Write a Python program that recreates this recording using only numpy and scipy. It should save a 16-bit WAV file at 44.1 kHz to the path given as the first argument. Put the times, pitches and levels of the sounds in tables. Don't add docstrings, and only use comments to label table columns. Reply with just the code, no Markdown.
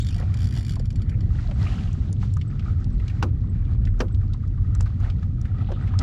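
import sys
import numpy as np
from scipy.fft import rfft, irfft, next_fast_len
from scipy.io import wavfile
from scipy.ndimage import uniform_filter1d, minimum_filter1d, map_coordinates

SR = 44100
rng = np.random.default_rng(int(sys.argv[2]) if len(sys.argv) > 2 else 0)


def transcribe(signal):
    frames = np.atleast_2d(signal).T
    limited = np.clip(frames, -1, 1)
    pcm = np.round(limited * 32767).astype(np.int16)
    wavfile.write(sys.argv[1], SR, pcm)


N = 265787

# frequency_hz, density_db
WASH_SPECTRUM = [(250, -8), (750, 2), (930, -4), (1400, -3.5), (2500, -16), (3500, -16), (9000, -59)]
# frequency_hz, density_db
FIZZ_SPECTRUM = [(1200, -1), (2800, -2), (4200, -2), (5500, -6.5), (7600, -10.5), (9000, -23), (10200, -19),
                 (12000, -31.5), (16000, -45.5)]


def amp(db):
    return 10 ** (np.asarray(db) / 20)


def unit(x):
    return x / np.sqrt(np.mean(x ** 2) + 1e-20)


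def crest(x):
    return x / (np.abs(x).max() + 1e-20)


def curves(rows):
    s, *cols = np.transpose(rows)
    return [np.interp(np.arange(N) / SR, s, c) for c in cols]


def wobble(rate):
    return map_coordinates(rng.standard_normal(int(N * rate / SR) + 4), [np.arange(N) * rate / SR])


def filtered(x, response):
    size = next_fast_len(len(x) + 8192)
    return irfft(rfft(x, size) * response(np.fft.rfftfreq(size, 1 / SR)), size)[:len(x)]


def coloured(x, spectrum):
    f, db = np.transpose(spectrum)
    return filtered(x, lambda hz: amp(np.interp(np.log(hz + 1), np.log(f), db)))


def resonance(f, hz, width_hz):
    return 1j * f * width_hz / (hz * hz - f * f + 1j * f * width_hz)


def burst(t, t60):
    return rng.standard_normal(len(t)) * np.exp(-np.log(1000) * t / t60)


def add(track, s, sound):
    part = track[max(round(s * SR), 0):][:len(sound)]
    part += sound[:len(part)]


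def eddies(spectrum, level, swell_s):
    db, = curves(level)
    noise = coloured(rng.standard_normal(N), spectrum)
    return amp(db) * noise / np.sqrt(np.abs(uniform_filter1d(noise ** 2, int(swell_s * SR))) + 1e-12)


def wind():
    # frequency_hz, density_db
    throb_spectrum = [(16, -47.5), (28, -16), (38, 10), (50, 2), (62, 1), (180, -130)]
    buffet_spectrum = [(25, -43.5), (60, 1), (80, 1.5), (97, 7.5), (120, -3), (170, -27.5), (400, -120)]
    flutter_spectrum = [(80, -20.5), (125, 3), (160, -1), (240, -9), (310, -18), (450, -28.5), (1500, -60),
                        (5000, -120)]
    # time_s, level_db
    throb_level = [(.68, -30), (1.25, -26.5), (1.651, -27.5), (2.6, -33), (2.931, -22), (3.2, -33),
                   (4.05, -21.5), (4.3, -29), (4.65, -24.5), (5.35, -31), (6, -29)]
    buffet_level = [(.1, -25), (.26, -19.5), (.65, -27.5), (1.301, -22), (1.48, -31.5), (1.6, -19.5),
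                    (1.72, -26.5), (2.38, -22), (2.56, -29.5), (2.76, -22), (3.018, -27.5), (3.33, -19),
                    (3.46, -24.5), (3.86, -19.5), (4.02, -32), (4.15, -17), (4.32, -25.5), (4.802, -20.5),
                    (5.751, -28), (5.9, -20.5)]
    flutter_level = [(.95, -32), (1.18, -28.5), (1.45, -34), (1.63, -30), (1.9, -32), (3.15, -32),
                     (3.75, -32), (4.5, -33.5), (5.5, -33), (6, -31.5)]
    throb = eddies(throb_spectrum, throb_level, swell_s=.31)
    buffet = amp(1.2 * wobble(7.48)) * eddies(buffet_spectrum, buffet_level, swell_s=.12)
    flutter = amp(1.1 * wobble(18)) * eddies(flutter_spectrum, flutter_level, swell_s=.2)
    return throb + buffet + flutter


def bubbles(count, centre_hz, spread, cycles, size_db, span):
    chance = rng.random((count, 3))
    hz = np.clip(centre_hz * np.exp(spread * rng.standard_normal((count, 1))), 200, 14000)
    age = hz * np.arange(int(2.5 * cycles / centre_hz * SR)) / SR / cycles
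    size = amp(-size_db * np.log(1 - .98 * chance[:, 1:2]))
    chirp = np.sin(2 * np.pi * cycles * age * (1 + 0.031 * age))
    ring = size * chirp * np.exp(-3 * age) * (1 - np.exp(-12 * age))
    where = (chance[:, :1] * span * SR).astype(int) + np.arange(age.shape[1])
    return np.bincount(where.ravel(), ring.ravel(), N)[:N]


def lapping():
    # crest_s, fade_s, wash_db, fizz_db
    laps = [(.26, 0.4, -50, -57), (.56, 0.12, -53.5, -64), (1.17, 0.28, -56.5, -66.5),
            (1.42, 0.24, -55, -56), (1.709, 0.25, -46.5, -49.5), (2.236, 0.078, -83, -53),
            (2.651, 0.3, -55, -62), (3.084, 0.14, -50.5, -58.5), (3.7, 0.72, -56, -70),
            (4.81, 0.19, -52, -62.5), (5.039, 0.084, -51.5, -62.5), (5.67, 0.48, -52.5, -65.5),
            (5.869, 0.24, -50, -64.5), (6.02, 0.057, -34.5, -49)]
    calm_wash_db, calm_fizz_db, rise_over_fade = -66, -68.5, .52
    t = np.arange(N) / SR
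    power = amp([[calm_wash_db], [calm_fizz_db]]) ** 2
    for crest_s, fade_s, wash_db, fizz_db in laps:
        age = (t - crest_s) / fade_s
        swell = np.exp(-np.where(age < 0, (age / rise_over_fade) ** 2, age))
        power = power + (amp([[wash_db], [fizz_db]]) * swell) ** 2
    return 10 * np.log10(power)


def hollow(wash):
    # centre_hz, width_hz, gain_db
    cavities = [(750, 70, -3), (1275, 130, 2), (1940, 100, 1), (2370, 100, 1)]
    rocking_db = 5
    ring = sum(amp(db + rocking_db * wobble(2)) * filtered(wash, lambda f: resonance(f, hz, width_hz))
               for hz, width_hz, db in cavities)
    return wash + ring


def water():
    wash_db, fizz_db = lapping()
    ripple_db = 2.5 * wobble(21.983)
    gurgle = unit(bubbles(count=1400, centre_hz=2000, spread=.35, cycles=14, size_db=2.4, span=N / SR))
    spray = unit(bubbles(count=500, centre_hz=4230, spread=.52, cycles=5.3, size_db=4.5, span=N / SR))
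    wash = unit(hollow(coloured(.35 * gurgle + rng.standard_normal(N), WASH_SPECTRUM)))
    fizz = unit(coloured(.28 * spray + rng.standard_normal(N), FIZZ_SPECTRUM))
    return amp(wash_db + ripple_db) * wash + amp(fizz_db + .77 * ripple_db) * fizz


def teeth(pull):
    time_s, speed = np.transpose(pull)
    t = np.arange(time_s[0], time_s[-1], 1 / SR)
    rate = np.maximum(np.interp(t, time_s, speed), 1)
    passed = np.cumsum(rate) / SR
    drops = np.searchsorted(passed, np.arange(passed[-1]))
    return zip(t[drops], rate[drops])


def reel():
    # time_s, teeth_per_s
    pulls = [
        [(.003, 45), (.205, 58)],
        [(.3405, 22.5), (.4275, 88.2), (.4935, 46.8), (.5835, 101.8), (.6225, 41.7), (.7035, 82.4),
         (.7895, 13.9), (.8815, 21.1), (1.2505, 4.4)],
    ]
    # centre_hz, width_hz, gain_db
    body_modes = [(1600, 490, 1.5), (2430, 98, 3), (2890, 33, 6.5), (3370, 510, 5), (4340, 27, 11.5),
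                  (4650, 220, 6.5), (5630, 460, 2.5), (6940, 280, -1), (7520, 100, 2), (8460, 280, -6.5),
                  (9970, 520, -6.5), (12800, 3200, -15.5), (15200, 830, -16.5)]
    out, t = np.zeros(N), np.arange(SR // 20) / SR
    for pull in pulls:
        for start_s, teeth_per_s in teeth(pull):
            strike_db = -44.5 + 4 * np.log10(teeth_per_s) + rng.normal(0, 1.8)
            edge_hz = 7000 + 4300 * np.log10(teeth_per_s)
            chatter = .52 * burst(t, t60=.0014) + burst(t, t60=.034)
            add(out, start_s, amp(strike_db) * filtered(chatter, lambda f: 1 / (1 + (f / edge_hz) ** 10)))
    return filtered(out, lambda f: sum((-1) ** k * amp(db) * resonance(f, hz, width_hz)
                                       for k, (hz, width_hz, db) in enumerate(body_modes)))


def squeal():
    # time_s, pitch_hz, level_db
    course = [(.006, 3350, -45.5), (.033, 3840, -49.5), (.056, 3250, -58), (.085, 3760, -47),
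              (.118, 2400, -56), (.142, 2880, -53), (.17, 2100, -66)]
    hz, db = curves(course)
    phase = 2 * np.pi * np.cumsum(hz * (1 + .055 * wobble(1500))) / SR
    note = np.sin(phase) + .5 * np.sin(2 * phase)
    slipping = np.arange(N) / SR < course[-1][0]
    return amp(db + 3.5 * wobble(400)) * note * slipping


def scattered(count, db, hz):
    when, strength, pitch = rng.random((count, 3)).T
    start_s = (np.arange(count) + when) / count * (N - 1) / SR
    return list(zip(start_s, db + 10 * (strength - .5), hz * 2 ** (pitch - .5)))


def puff(t, spectrum, t60):
    noise = coloured(rng.standard_normal(len(t)), spectrum)
    return noise * np.exp(-np.log(1000) * t / t60) * (1 - np.exp(-t / .00085))


def plops():
    # start_s, level_db, pitch_hz
    wavelets = [(.197, -38, 610), (.222, -33.5, 580), (.568, -40, 830), (0.765, -39.5, 795),
                (.796, -37.5, 516), (1.385, -39.5, 1635), (1.487, -38.5, 610), (1.511, -35, 540),
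                (2.226, -36.5, 1040), (2.367, -37, 1220), (2.996, -44, 2100), (3.096, -40, 2330),
                (3.87, -39, 1920), (4.211, -48, 1390), (4.341, -44, 1100), (4.749, -40, 1280),
                (4.859, -37.5, 1300), (5.043, -41, 1710), (5.224, -42, 1460), (5.451, -41.5, 1580),
                (5.617, -42, 737), (5.687, -35.5, 740), (5.701, -32, 500), (5.717, -30, 480),
                (5.872, -40.5, 1880), (5.934, -33.5, 1050)]
    ring_s = .017
    out, t = np.zeros(N), np.arange(SR // 6) / SR
    for start_s, db, hz in wavelets + scattered(count=7, db=-50, hz=1450):
        pocket = bubbles(count=4, centre_hz=hz, spread=.11, cycles=hz * ring_s, size_db=1, span=.003)
        slap = burst(t, t60=.075) * (1 - np.exp(-t / .001))
        slosh = filtered(slap, lambda f: resonance(f, hz, hz) ** 2)
        spray = puff(t, FIZZ_SPECTRUM, t60=.019)
        plop = crest(pocket[:len(t)]) + .85 * crest(slosh) + amp(-23.5) * crest(spray)
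        add(out, start_s, amp(db) * plop)
    return out


def splash():
    # (time_s, pitch_hz, level_db)
    side_waves = [(500, [(1.0, 1750, -62.5), (1.13, 2040, -46.5), (1.17, 2320, -63)]),
                  (430, [(1.56, 1203, -63), (1.63, 1600, -43), (1.68, 2566, -44), (1.74, 3010, -51),
                  (1.97, 2700, -60)]), (1100, [(5.52, 2600, -63.5), (5.725, 3300, -53), (5.76, 3300, -57.5),
                  (5.99, 2770, -60.5)])]
    out, t = np.zeros(N), np.arange(N) / SR
    spray = unit(filtered(rng.standard_normal(N), lambda f: resonance(f, 10500, 6000) ** 3))
    for half_width_hz, course in side_waves:
        hz, db = curves(course)
        droplet_crackle = amp(5 * wobble(90))
        low_noise = filtered(rng.standard_normal(N), lambda f: 1 / (1 + (f / half_width_hz) ** 4))
        carrier = np.sin(2 * np.pi * np.cumsum(hz) / SR)
        froth = unit(droplet_crackle * low_noise) * carrier
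        splashing = (t > course[0][0]) * (t < course[-1][0])
        out += amp(db) * (froth + amp(-31.5) * spray) * splashing
    return out


def ticks():
    # start_s, level_db, centre_hz
    contacts = [(1.511, -33, 2550), (1.93, -36, 6600), (2.128, -26.5, 7650), (2.338, -33, 7340),
                (2.369, -35, 7140), (2.413, -31.5, 2560), (2.594, -35.5, 2600), (2.843, -37, 4730),
                (3.08, -31, 3360), (3.852, -36, 3540), (3.993, -40, 5700), (4.146, -39, 3550),
                (4.334, -36.5, 3800), (4.75, -29, 7030), (4.808, -24.5, 6600), (4.827, -40.5, 6000),
                (5.002, -43, 5970), (5.1, -33, 2860), (5.414, -35, 6700), (5.717, -36, 3280),
                (5.9899, -16, 4960), (6.023, -26, 2420)]
    out, t = np.zeros(N), np.arange(SR // 15) / SR
    for start_s, db, hz in contacts + scattered(count=14, db=-48, hz=4200):
        contact = (burst(t, t60=.005) + .6 * burst(t, t60=110 / hz)) * (1 - np.exp(-t / .0005))
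        tick = filtered(contact, lambda f: resonance(f, hz, .41 * hz) * resonance(f, hz, 1.7 * hz))
        add(out, start_s, amp(db - 3) * crest(tick))
    return filtered(out, lambda f: 1 / (1 + (f / 9200) ** 10))


def tinkles():
    touches = [1.541, 2.478, 2.928, 3.497, 4.125, 5.824]
    pitch_hz, level_db, t60_s = 7780, -58, .055
    out, t = np.zeros(N), np.arange(SR // 6) / SR
    for start_s in touches:
        envelope = amp(level_db + rng.normal(0, 3.3) - 60 * t / t60_s)
        add(out, start_s, envelope * np.sin(2 * np.pi * pitch_hz * t))
    return out


def knocks():
    # start_s, level_db, boom_db
    blows = [(3.226, -13, -4.5), (4.004, -14, 2.5), (4.805, -30.5, -4), (5.717, -31.5, 8)]
    # pitch_hz, level_db, t60_s
    hull_modes = [(244.5, -3, 0.17), (361.6, -4, 0.19), (396.4, -6.5, 0.16), (503.6, -9.5, 0.16),
                  (705, -15.5, 0.078), (831, -4, 0.05), (1033, -2.5, 0.054), (1260, -4.5, 0.045),
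                  (1620, -3.5, 0.033)]
    # frequency_hz, density_db
    crack_spectrum = [(150, -4.5), (500, 5), (1650, 7), (1950, -8.5), (2650, -3), (3400, -11.5),
                      (5700, -9.5), (7900, -22.5), (9200, -43), (10800, -35), (16000, -77)]
    thud_spectrum = [(130, -24), (220, 3), (400, -1), (520, -1), (700, -15), (1200, -15), (1650, -29.5),
                     (2400, -44.5), (8000, -83.5)]
    out, t = np.zeros(N), np.arange(SR // 4) / SR
    for start_s, db, boom_db in blows:
        ring = np.zeros(len(t))
        for hz, mode_db, t60 in hull_modes:
            tilt_db = boom_db * (hz < 550) - boom_db / 2 * (hz > 1400)
            phase_blur = np.cumsum(rng.standard_normal(len(t))) * np.sqrt(hz / SR) * .07
            vibration = np.sin(2 * np.pi * (hz * t + phase_blur + rng.random()))
            ring += amp(mode_db + tilt_db) * vibration * np.exp(-np.log(1000) * t / t60)
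        ring *= 1 - np.exp(-t / .0014)
        crack = amp(-25.5) * unit(puff(t, crack_spectrum, t60=.045))
        swell = 1 - np.exp(-t / .012)
        thud = amp(-26 + boom_db / 2) * unit(puff(t, thud_spectrum, t60=.125) * swell)
        touch = amp(-11.5) * crest(puff(t, WASH_SPECTRUM, t60=.0068))
        add(out, start_s - .002, amp(db) * touch)
        add(out, start_s, amp(db) * (amp(-3.5) * crest(ring) + crack + thud))
    return out


def scene():
    wind_and_sea = wind() + water() + splash() + plops()
    return (wind_and_sea + squeal() + knocks() + ticks() + tinkles() + reel())[None]


def record(dry):
    ceiling, top_hz = .28, 15800
    needed_gain = np.minimum(1, ceiling / (np.abs(dry[0]) + 1e-9))
    gain = uniform_filter1d(minimum_filter1d(needed_gain, size=600), size=600)
    return filtered(dry[0] * gain, lambda hz: hz < top_hz)[None]


dry = scene()
out = record(dry)
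transcribe(out)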